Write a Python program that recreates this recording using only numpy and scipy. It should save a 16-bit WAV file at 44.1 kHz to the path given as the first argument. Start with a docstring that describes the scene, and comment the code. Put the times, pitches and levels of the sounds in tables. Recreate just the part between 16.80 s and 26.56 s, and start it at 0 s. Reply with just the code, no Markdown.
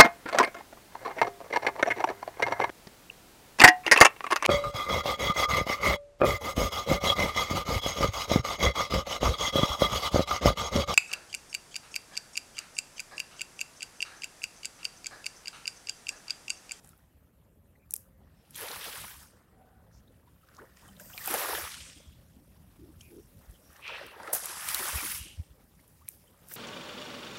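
"""Night on a pebble beach, heard by a hand-held phone: small waves break and fizz away over steady far surf.
First come a little wash, some pebble ticks and a wave at 1.8 s; a lull, then a stronger wave at 4.5 s
rattles the stones. Puffs of wind bump the microphone, small splashes follow from 6.2 s, then a long run of
waves from 7.1 s with clacking stones and the strongest puffs; it ends on a few ticks and a splash.
Noise makes the water and ringing tones the stones; a noise suppressor holds down steady sound by band."""
import sys
import numpy as np
from scipy import signal
from scipy.fft import rfft, irfft, next_fast_len
from scipy.io import wavfile
from scipy.ndimage import uniform_filter1d, map_coordinates

SR = 44100
rng = np.random.default_rng(int(sys.argv[2]) if len(sys.argv) > 2 else 0)


def to_wav(s):
    """Save 16-bit WAV."""
    ch = np.atleast_2d(s).T  # columns
    pcm = np.round(np.clip(ch, -1, 1) * 32767)  # PCM
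    wavfile.write(sys.argv[1], SR, pcm.astype(np.int16))


N = 430416

# Tone colours, each as (frequency [Hz], relative level [dB])
# far surf
SURF_COLOUR = [(150, -22.5), (250, -4), (547, -0.5), (748, -8.5), (1380, -15.5), (1500, -19.5), (2280, -19),
               (5250, -27.5), (7980, -23.5), (14400, -16.5), (16000, -46)]
# low rumble of the breeze
RUMBLE_COLOUR = [(15, -51.5), (25, -5), (75, 0), (134, -6), (172, -4.5), (263, -14), (286, -15), (400, -19),
                 (520, -56), (880, -120)]
# gurgling air pockets
GURGLE_COLOUR = [(220, -41), (330, -4), (600, 1.5), (800, -2.5), (1100, -15)]
# tumbling water
WASH_COLOUR = [(560, -47), (800, -7), (1200, 2), (1900, 2.5), (2700, -24.5)]
# dragged gravel
RATTLE_COLOUR = [(1400, -26), (2100, -2), (2700, -2.5), (3700, -3.5), (5000, -6), (6200, -11.5)]
# draining water
HISS_COLOUR = [(4500, -5), (5400, -0.5), (7000, -3), (9300, -0.5), (10000, -36.5)]
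# foam
FIZZ_COLOUR = [(9000, -26), (9600, -0.5), (11000, 2), (11900, -0.5), (12500, -29)]
# finest foam
SPRAY_COLOUR = [(11500, -29.5), (12100, -2), (14000, -3), (16000, -5.5)]

# strength of the breeze: (time [s], rumble level [dB])
BREEZE_LEVEL = [(0.0, -62), (0.46, -63), (1.41, -60.5), (1.9, -61), (2.69, -61), (3.07, -61.5), (3.42, -59),
                (3.86, -63), (4.35, -58), (5.43, -57), (5.65, -61.5), (6.11, -56.5), (7.55, -63.5),
                (8.29, -57.5), (8.83, -63), (9.76, -62)]
# puffs on the microphone, played 2 dB lower: (time [s], level [dB], swing frequency [Hz])
WIND_PUFFS = [(2.95, -53.5, 73), (4.716, -56, 61.5), (4.817, -47.5, 72.7), (4.994, -49, 70.0),
              (5.265, -46.5, 71.6), (6.674, -43, 54), (8.135, -31, 68.2), (8.328, -52.5, 72.7),
              (8.392, -39.5, 67.5), (8.576, -31, 80.9), (8.689, -49.5, 59.2)]
# narrow hums and scrapes: (middle [s], level [dB], frequency [Hz], half length [s], half width [octaves])
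HUMS = [(1.026, -71, 2350, 0.0303, .25), (1.594, -73, 5310, .04, .1), (2.927, -70.5, 1489, 0.124, 0.087),
        (6.259, -63, 2420, 0.043, 0.46), (6.42, -70.5, 5610, 0.051, .2), (6.754, -63.5, 3190, 0.0147, .3),
        (6.887, -69.5, 5600, 0.066, .2), (1.302, -66, 523.3, 0.148, 0.11), (2.887, -63, 751, 0.139, 0.16),
        (3.161, -65, 5640, 0.0422, 0.85), (4.197, -59, 189.6, 0.0945, 0.63), (5.25, -68, 3300, .13, .35),
        (5.595, -58, 259, 0.0427, 0.81), (6.049, -50.5, 315, 0.0564, 0.52),
        (6.364, -48.5, 349.3, 0.0524, 0.674), (7.112, -42.5, 2527, 0.0798, 0.7), (7.27, -54, 2700, .08, .5),
        (8.245, -46, 332.3, 0.0185, .8), (8.438, -52, 2895, 0.111, 0.56)]
# single bubbles: (time [s], peak level [dB], start frequency [Hz], end frequency [Hz], length [s])
BUBBLES = [(0.953, -57, 1950, 2160, 0.0137), (3.276, -58.5, 3260, 4260, 0.011),
           (4.3, -53.5, 946, 1417, 0.0158), (4.205, -47, 620, 527, 0.028), (7.96, -40, 1950, 2450, 0.0499),
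           (8.168, -37, 2550, 2250, 0.0555), (3.47, -56, 900, 1018, .02), (3.63, -55.5, 1250, 1400, 0.02),
           (9.715, -49.5, 461, 499, 0.0293), (4.5, -36, 291.8, 343.5, 0.0348),
           (5.16, -51.5, 299.6, 337, 0.0317), (1.815, -40, 420, 560, 0.0492),
           (1.895, -44, 430, 433, 0.0308), (2.07, -42, 377, 560, 0.0307), (7.24, -45.5, 420, 430, 0.0298),
           (8.0, -39, 359, 405, 0.0273), (8.45, -51, 293, 384, 0.032), (9.21, -55.5, 1000, 1250, .03),
           (9.475, -58.5, 3300, 2900, .015), (8.99, -57.5, 1600, 2300, 0.014), (4.335, -50, 620, 800, 0.04),
           (4.02, -54.5, 810, 1120, 0.0261), (3.781, -43.5, 724, 2130, 0.029),
           (3.802, -45, 400, 520, 0.0584), (4.3, -53, 1312, 1900, 0.012),
           (4.086, -51.5, 3000, 3080, 0.0105), (5.2, -48, 579, 626, 0.0131),
           (4.406, -42.5, 1700, 2250, 0.024), (4.478, -36.5, 2400, 2700, 0.014),
           (4.332, -44.5, 2600, 3690, 0.015)]
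# small stones: (time [s], peak level [dB], centre frequency [Hz])
SMALL_STONES = [(0.0459, -40.5, 7500), (0.0741, -41, 9050), (0.0908, -40.5, 9100), (0.177, -43.5, 11600),
                (1.108, -24.5, 8660), (1.119, -40.5, 9000), (1.125, -37, 8860), (1.138, -12.5, 10860),
                (1.1567, -33.5, 7000), (1.1633, -23.5, 9800), (1.1784, -45, 11260), (1.708, -36, 9530),
                (1.746, -35, 5050), (1.76, -27, 10760), (1.778, -35.5, 9100), (1.8105, -26.5, 12800),
                (3.6877, -48.5, 4900), (3.7483, -46, 5450), (3.767, -41.5, 5320), (3.971, -42.5, 5540),
                (4.0797, -41, 8850), (4.1978, -34, 8400), (4.459, -22, 10900), (4.4746, -16, 12400),
                (4.51, -17, 12500), (4.5405, -15, 11400), (6.2122, -39.5, 8000), (6.37, -48, 7000),
                (6.71, -44, 8000), (6.93, -45.5, 9000), (6.965, -43.5, 6500), (7.2655, -34, 12800),
                (7.432, -40, 5490), (7.531, -14.5, 11500), (7.534, -12.5, 10600), (7.5373, -19.5, 10500),
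                (7.542, -21, 10030), (7.5494, -17, 11600), (7.657, -21, 10580), (7.8878, -16.5, 10020),
                (7.9457, -15, 11600), (8.0854, -21.5, 8000), (9.079, -41.5, 12800), (9.287, -20, 11020),
                (9.686, -33.5, 13100), (9.738, -26, 10400)]
# bigger stones and water pockets, played 2 dB lower: (time [s], level [dB], starting ring frequency [Hz])
BIG_STONES = [(0.043, -46.5, 759.5), (0.132, -48.5, 1263), (1.755, -32, 3260), (1.797, -46.5, 1118),
              (1.885, -28.5, 3936), (1.915, -28.5, 4190), (1.958, -33.5, 1050), (2.01, -33.5, 3420),
              (2.029, -30, 3570), (2.178, -35.5, 1308), (2.24, -33.5, 895), (3.478, -56, 3600),
              (3.687, -47.5, 1437), (3.717, -52, 1400), (3.741, -52.5, 1304), (3.97, -45, 1780),
              (3.995, -50, 2400), (4.05, -48, 1510), (4.132, -50, 1720), (4.166, -43.5, 3690),
              (4.198, -38, 1592), (4.299, -45, 1560), (4.318, -46, 1500), (4.378, -27.5, 2404),
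              (4.476, -26.5, 755.6), (4.54, -21, 693.4), (6.209, -38.5, 3084), (7.079, -29.5, 2297),
              (7.4, -33, 737), (7.475, -27.5, 1130), (7.531, -25.5, 588.8), (7.643, -36, 1188),
              (7.697, -35.5, 1374), (7.77, -33.5, 1100), (7.886, -24.5, 2481), (7.945, -19.5, 3890),
              (7.995, -29, 940.5), (8.067, -30.5, 1815), (8.089, -27.5, 888), (8.18, -33, 775.5),
              (8.229, -31.5, 1494), (8.26, -29.5, 1997), (9.282, -38, 2300), (9.713, -35.5, 1687)]
# water lapping between the waves, before each layer's offset:
# (time [s], low lapping level [dB], fine seething level [dB])
LAPPING_LEVELS = [(0, -70.5, -74.5), (.8, -79, -85.5), (1.4, -72.5, -89), (1.7, -71, -77),
                  (2.6, -68.5, -82), (3.5, -73, -74.5), (4.2, -68, -68.5), (5.4, -72.5, -71.5),
                  (6.0, -71.5, -71), (6.5, -71.5, -68.5), (6.9, -68.5, -67.5), (7.4, -57, -71),
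                  (8.7, -72, -71.5), (9.3, -73, -68.5), (9.76, -66.5, -69)]
# waves, their backwash and small splashes, before the factors for each layer below:
# (crest [s], rise [s], hold [s], drain [dB/s], then crest levels of gurgle [dB], wash [dB], rattle [dB],
# hiss [dB], fizz [dB], spray [dB])
WAVE_SURGES = [(0.038, 0.063, 0.0157, 96.5, -68.5, -66.5, -66.5, -66, -66.5, -72),
               (1.775, 0.0444, 0.4877, 89.5, -52.5, -47, -47.5, -51, -48.5, -49.5),
               (2.038, 0.38, 0.174, 90, -59, -54, -48.5, -52.5, -55.5, -58),
               (2.328, 0.213, 0.1056, 72.5, -84, -59.5, -63, -58, -59, -60),
               (3.658, 0.053, 0.088, 89, -75, -66.5, -71.5, -78.5, -85.5, -77.5),
               (3.785, 0.05, 0.0227, 91.5, -61, -57, -76, -71.5, -83.5, -79.5),
               (3.99, 0.063, 0.084, 76, -65, -60, -66, -63, -79.5, -69.5),
               (4.2, 0.021, 0.142, 70, -64, -67, -67.5, -56.5, -74, -55),
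               (4.405, 0.139, 0.126, 65, -73, -53, -53, -50, -54.5, -48),
               (4.503, 0.0906, 0.27, 51.5, -40, -37.5, -41.5, -43.5, -41, -41.5),
               (4.915, 0.43, 0.137, 58, -78, -77.5, -51.5, -50.5, -64, -73),
               (6.205, .03, 0.126, 72.5, -74.5, -83.5, -71.5, -71.5, -67, -67),
               (6.615, 0.082, 0.0157, 92.5, -66.5, -63.5, -72, -80.5, -71, -72),
               (6.931, 0.12, 0.045, 77, -75, -58, -67, -71, -75.5, -69.5),
               (7.079, 0.1015, 0.1608, 93, -49, -47.5, -51, -64, -70, -75.5),
               (7.457, 0.177, 0.078, 80, -49, -47, -56, -63, -62.5, -67.5),
               (7.529, 0.0039, 0.0088, 112.5, -62.5, -45, -47, -40, -33.5, -36),
               (7.637, 0.076, 0.54, 67, -58.5, -47.5, -50, -46, -45, -64),
               (7.889, 0.14, 0.39, 78.5, -51, -41.5, -43, -42.5, -42, -43.5),
               (8.28, 0.61, 0.08, 79.5, -83, -57, -48.5, -45, -42.5, -45),
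               (9.72, 0.059, 0.11, 73, -57, -71.5, -57.5, -51.5, -55, -47)]
# how late each layer crests; big air pockets burst later than the foam:
# (gurgle [s], wash [s], rattle [s], hiss [s], fizz [s], spray [s])
LAYER_LAG = [0.0435, 0.018, 0.0056, .001, 0.00107, 0.00105]
# hold of each layer over the hold of the surge:
# (gurgle [ratio], wash [ratio], rattle [ratio], hiss [ratio], fizz [ratio], spray [ratio])
LAYER_HOLD = [0.74, 0.92, 0.93, 0.99, 1.01, 1.12]
# speed of each layer's fall over the drain of the surge:
# (gurgle [ratio], wash [ratio], rattle [ratio], hiss [ratio], fizz [ratio], spray [ratio])
LAYER_DRAIN = [2.84, 1.263, 0.982, 1.118, 1.566, 2.6]
# lower halves of wash, then rattle, which die first: (upper edge [Hz], hold [ratio], drain [ratio])
LOWER_HALVES = [(1250, 0.8, 1.8), (2500, 0.92, 1.15)]
# edges of the noise suppressor's bands: (frequency [Hz])
BAND_EDGES = [300, 400, 510, 630, 770, 920, 1080, 1270, 1480, 1720, 2000, 2320, 2700, 3150, 3700, 4400,
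              5300, 6400, 7700, 9500, 12000, 17000]

SURF_DB = -64
RISE_DB, SAG_DB_PER_S = 20, 5.5  # a surge climbs this far in its rise time, then sags while it holds
CLACK_T60_S, CLACK_DAMPING = 0.0545, 0.672  # time to fall 60 dB at 1 kHz; it shortens as pitch to this power
# hiss let through for a moment after a tick, as the suppressor's bands stay open; each layer takes a share
TICK_HISS_DB, TICK_HISS_GROWS = -53, 0.695  # level for a 0 dB tick [dB], change per dB of tick [dB]
TICK_HISS_S, TICK_HISS_DB_PER_S = 0.051, 220.5  # its hold and its fall
TOP_HZ = 15780  # nothing above this gets through the phone


def amp(db):
    """Gain of a level in dB."""
    return 10 ** (np.asarray(db) / 20)


def unit(x):
    """The same sound brought to an average strength (rms) of 1."""
    return x / np.sqrt(np.mean(x ** 2) + 1e-20)


def curves(rows):
    """One value per sample for each column after the time."""
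    s, *cols = np.transpose(rows)
    return [np.interp(np.arange(N) / SR, s, c) for c in cols]


def wobble(rate):
    """A smooth random curve through rate random points a second."""
    knots = rng.standard_normal(int(N * rate / SR) + 4)
    return map_coordinates(knots, [np.arange(N) * rate / SR])


def coloured(x, spectrum):
    """Filter a sound by joining tone-colour points on a log frequency axis, then bring it to rms 1."""
    m = next_fast_len(N + 8192)
    f, db = np.transpose(spectrum)
    log_hz = np.log(np.fft.rfftfreq(m, 1 / SR) + 1)  # the 1 avoids log of zero
    gain = amp(np.interp(log_hz, np.log(f), db, -120, -120))
    return unit(irfft(rfft(x, m) * gain, m)[:N])


def bandpass(x, low_hz, high_hz):
    """Keep mainly what lies between two frequencies."""
    return signal.sosfilt(signal.butter(2, [low_hz, high_hz], "band", fs=SR, output="sos"), x)


def patchy(patchy_db):
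    """White noise with patches of random gain in time and frequency."""
    z = signal.stft(rng.standard_normal(N), nperseg=512)[2]
    field = uniform_filter1d(rng.standard_normal(z.shape), size=8, axis=0)
    field = uniform_filter1d(field, size=6, axis=1)
    return unit(signal.istft(z * amp(patchy_db * unit(field)), nperseg=512)[1][:N])


def grains(count, centre_hz, octaves, cycles, spread_db, size):
    """Dying tones at random moments and strengths, rising a little like bubbles."""
    start = rng.random(count)
    strength = np.minimum(rng.standard_normal(count), 2)
    hz = centre_hz * 2 ** (octaves * rng.standard_normal(count))
    hz = np.clip(hz, 200, SR / 2.5)[:, None]
    k = np.arange(size)
    turns = hz * k / SR
    tone = np.sin(2 * np.pi * turns * (1 + 0.0922 * turns / cycles))
    shape = amp(spread_db * strength)[:, None] * tone * np.exp(-turns / cycles)
    at = (start * N).astype(int)[:, None] + k
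    return unit(np.bincount(at.ravel(), shape.ravel(), N + size)[:N])


def halves(x, hz, low_gain, high_gain):
    """Split a sound at hz and give each half its own gain."""
    high = signal.sosfiltfilt(signal.butter(2, hz, "high", fs=SR, output="sos"), x)
    return low_gain * (x - high) + high_gain * high


def add(out, s, sound):
    """Mix a sound in at s seconds."""
    part = out[round(s * SR):][:len(sound)]
    part += sound[:len(part)]


def far_surf():
    """Many distant waves blur into a steady, slightly patchy hiss."""
    return amp(SURF_DB + 0.39 * wobble(2.64)) * coloured(patchy(patchy_db=3.0), SURF_COLOUR)


def breeze():
    """Moving air makes a low rumble that swells in irregular lumps."""
    lumps_db = 2.44 * wobble(20) + 1.31 * wobble(3.002)
    rumble = unit(amp(lumps_db) * coloured(rng.standard_normal(N), RUMBLE_COLOUR))
    return amp(curves(BREEZE_LEVEL)[0]) * rumble


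def wind_puffs():
    """A puff swings the microphone's diaphragm for two or three cycles."""
    out, t = np.zeros(N), np.arange(SR // 10) / SR - .024
    for s, db, hz in WIND_PUFFS:
        swing = np.cos(2 * np.pi * hz * t) * np.exp(-(t / 0.0193) ** 2)
        crest = 1.23 * np.exp(-(t / 0.001796) ** 2)
        rebound = .5 * np.exp(-((t - .005) / 0.002) ** 2)
        add(out, s, -amp(db - 2.0) * (swing + crest - rebound))
    return out


def hums_and_scrapes():
    """Narrow bands of noise swell and fade briefly, heard as hums and scrapes."""
    out, t = np.zeros(N), np.arange(N) / SR
    for s, db, hz, half, octaves in HUMS:
        band = [(hz * 2 ** -octaves, -20), (hz, 0), (hz * 2 ** octaves, -20)]
        hum = coloured(rng.standard_normal(N), band)
        out += amp(db) * hum * np.exp(-((t - s) / half) ** 4)
    return out


def plops():
    """A bubble near the surface rings unevenly while its pitch glides."""
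    out = np.zeros(N)
    for s, db, start_hz, end_hz, length in BUBBLES:
        u = np.arange(round(length * SR)) / (length * SR)  # 0 to 1 through the bubble
        hz = start_hz + (end_hz - start_hz) * u
        drift = np.cumsum(rng.normal(0, .1, SR // 10))[:len(u)]
        ring = np.sin(2 * np.pi * np.cumsum(hz) / SR + drift)
        add(out, s, amp(db) * np.sin(np.pi * u ** 0.65) * ring)
    return out


def pebble_ticks():
    """Small stones give a bright crack: a very short burst of noise around one pitch."""
    out, t = np.zeros(N), np.arange(SR // 8) / SR
    for s, db, hz in SMALL_STONES:
        fade = amp(-60 * t / 0.00786) + 0.025 * amp(-60 * t / 0.062)  # quick fade with a faint tail
        burst = rng.standard_normal(len(t)) * fade * (1 - np.exp(-t / 0.000408))
        body = bandpass(burst, 2000, 1.68 * hz)
        crack = bandpass(burst, 0.725 * hz, min(1.35 * hz, .45 * SR)) + 0.12 * body
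        add(out, s, amp(db) * crack / np.abs(crack).max())
    return out


def stone_clacks():
    """Bigger stones and water pockets give a dry snap and a short hollow ring."""
    out, t = np.zeros(N), np.arange(SR // 8) / SR
    for s, db, hz in BIG_STONES:
        t60 = CLACK_T60_S * (1000 / hz) ** CLACK_DAMPING
        phase = 2 * np.pi * hz * t * (1 + 3 * t)  # pitch climbs
        drift = np.cumsum(rng.normal(0, 0.17, len(t)))  # irregular shapes ring impurely
        ring = np.sin(phase + drift) + 0.254 * np.sin(1.7 * phase + drift)
        ring = amp(-60 * t / t60) * (1 - np.exp(-t / 0.0009)) * ring
        contact = bandpass(rng.standard_normal(len(t)), 0.416 * hz, 2.44 * hz)
        snap = 0.85 * amp(-60 * t / 0.0045) * contact / contact.std()  # stone on stone
        add(out, s, amp(db - 2.0) * (ring + snap))
    return out


def layer(surges, rest_db):
    """Gain of one layer: every (crest, rise, hold, drain, dB) climbs, sags and drains away over the rest."""
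    t, power = np.arange(0, N, 32) / SR, 0
    for crest, rise, hold, drain_db_per_s, db in surges:
        late = np.maximum(t - crest, 0)
        climb_db = RISE_DB * np.maximum(crest - t, 0) / rise
        sag_db = SAG_DB_PER_S * np.minimum(late, hold)
        drained_db = drain_db_per_s * np.maximum(late - hold, 0)
        power = power + amp(2 * (db - climb_db - sag_db - drained_db))
    return np.sqrt(np.interp(np.arange(N) / SR, t, power) + amp(2 * rest_db))


def wave_gains():
    """Gains of the six water layers, then of the lower halves of wash and rattle."""
    low_db, fine_db = curves(LAPPING_LEVELS)
    crest, rise, hold, drain_db_per_s, *levels_db = np.transpose(WAVE_SURGES)
    rests_db = [low_db + 1.0, low_db + 2.0, (low_db + fine_db) / 2, fine_db, fine_db, fine_db + 1.0]

    def surging(k, hold_ratio, drain_ratio):
        """Gain of layer k with its own lag, hold and fall."""
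        surges = zip(crest + LAYER_LAG[k], rise, hold * hold_ratio, drain_db_per_s * drain_ratio, levels_db[k])
        return layer(surges, rests_db[k])

    main = [surging(k, LAYER_HOLD[k], LAYER_DRAIN[k]) for k in range(6)]
    lower = [surging(k, held, drain) for k, (hz, held, drain) in enumerate(LOWER_HALVES, 1)]
    return main + lower


def waves():
    """Each layer is rushing noise with bubbles or stone contacts on it; all surge together."""
    gurgle, wash, drag, hiss, fizz, spray, deep, heavy = wave_gains()
    tick_hiss = layer([(s, .008, TICK_HISS_S, TICK_HISS_DB_PER_S, TICK_HISS_DB + TICK_HISS_GROWS * db)
                       for s, db, hz in SMALL_STONES], -120)
    flicker = 0.47 * wobble(30) + 1.614 * wobble(90)  # shared by all layers, each takes a part

    bubbles = grains(count=5000, centre_hz=1004.9, octaves=0.8966, cycles=3.83, spread_db=5, size=800)
    knocks = grains(count=7000, centre_hz=3300, octaves=0.45, cycles=3.5, spread_db=4.5, size=250)
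    pops = grains(count=4000, centre_hz=10594, octaves=.4, cycles=4.7, spread_db=4.0, size=80)
    water = patchy(patchy_db=2.0) + 0.48 * bubbles
    gravel = patchy(patchy_db=1.5) + 0.371 * knocks
    foam = patchy(patchy_db=1.7) + 0.388 * pops

    low = gurgle * amp(1.83 * wobble(20)) * coloured(water, GURGLE_COLOUR)
    low += halves(coloured(water, WASH_COLOUR), LOWER_HALVES[0][0], deep, wash)
    rattle = halves(coloured(gravel, RATTLE_COLOUR), LOWER_HALVES[1][0], heavy, drag)
    high = (hiss + 0.59 * tick_hiss) * coloured(foam, HISS_COLOUR)
    high += (fizz + tick_hiss) * coloured(foam, FIZZ_COLOUR)
    high += (spray + 0.89 * tick_hiss) * coloured(foam, SPRAY_COLOUR)
    return amp(0.45 * flicker) * low + amp(0.866 * flicker) * rattle + amp(0.4 * flicker) * high


def scene():
    """Everything at the one microphone."""
    air = far_surf() + breeze() + wind_puffs() + hums_and_scrapes()
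    beach = plops() + pebble_ticks() + stone_clacks() + waves()
    return (air + beach)[None]


def suppress(x, margin_db, depth_db, knee, release_db):
    """Turn each band down while it stays near its quiet level; shut slowly (dB a second) after a loud sound."""
    hz, t, z = signal.stft(x, SR, nperseg=512, noverlap=384)
    gain = np.ones(z.shape)
    for lo, hi in zip(BAND_EDGES, BAND_EDGES[1:]):
        rows = (hz >= lo) & (hz < hi)
        frames = 5 + 60 // rows.sum()  # narrow bands average longer
        power = uniform_filter1d(np.mean(np.abs(z[rows]) ** 2, axis=0), size=frames)
        level_db = 10 * np.log10(power + 1e-20)
        # follows rises at once, falls no faster than the release
        held_db = np.maximum.accumulate(level_db + release_db * t) - release_db * t
        quiet_db = np.percentile(held_db, 25)
        over = amp(knee * (held_db - quiet_db - margin_db))
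        gain[rows] = uniform_filter1d(amp(-depth_db / (1 + over)), size=5)
    return signal.istft(z * gain, SR, nperseg=512, noverlap=384)[1][:N]


def record(dry):
    """Noise suppression, the bass cut of the small microphone, then the phone's band limit."""
    m = next_fast_len(N + 8192)
    hz = np.fft.rfftfreq(m, 1 / SR)
    x = suppress(dry[0], margin_db=3.5, depth_db=11.5, knee=1.13, release_db=213.0)
    bass_cut = 1 - 1 / (1 + (hz / 36) ** 8)
    return irfft(rfft(x, m) * bass_cut * (hz < TOP_HZ), m)[None, :N]


dry = scene()
out = record(dry)
to_wav(out)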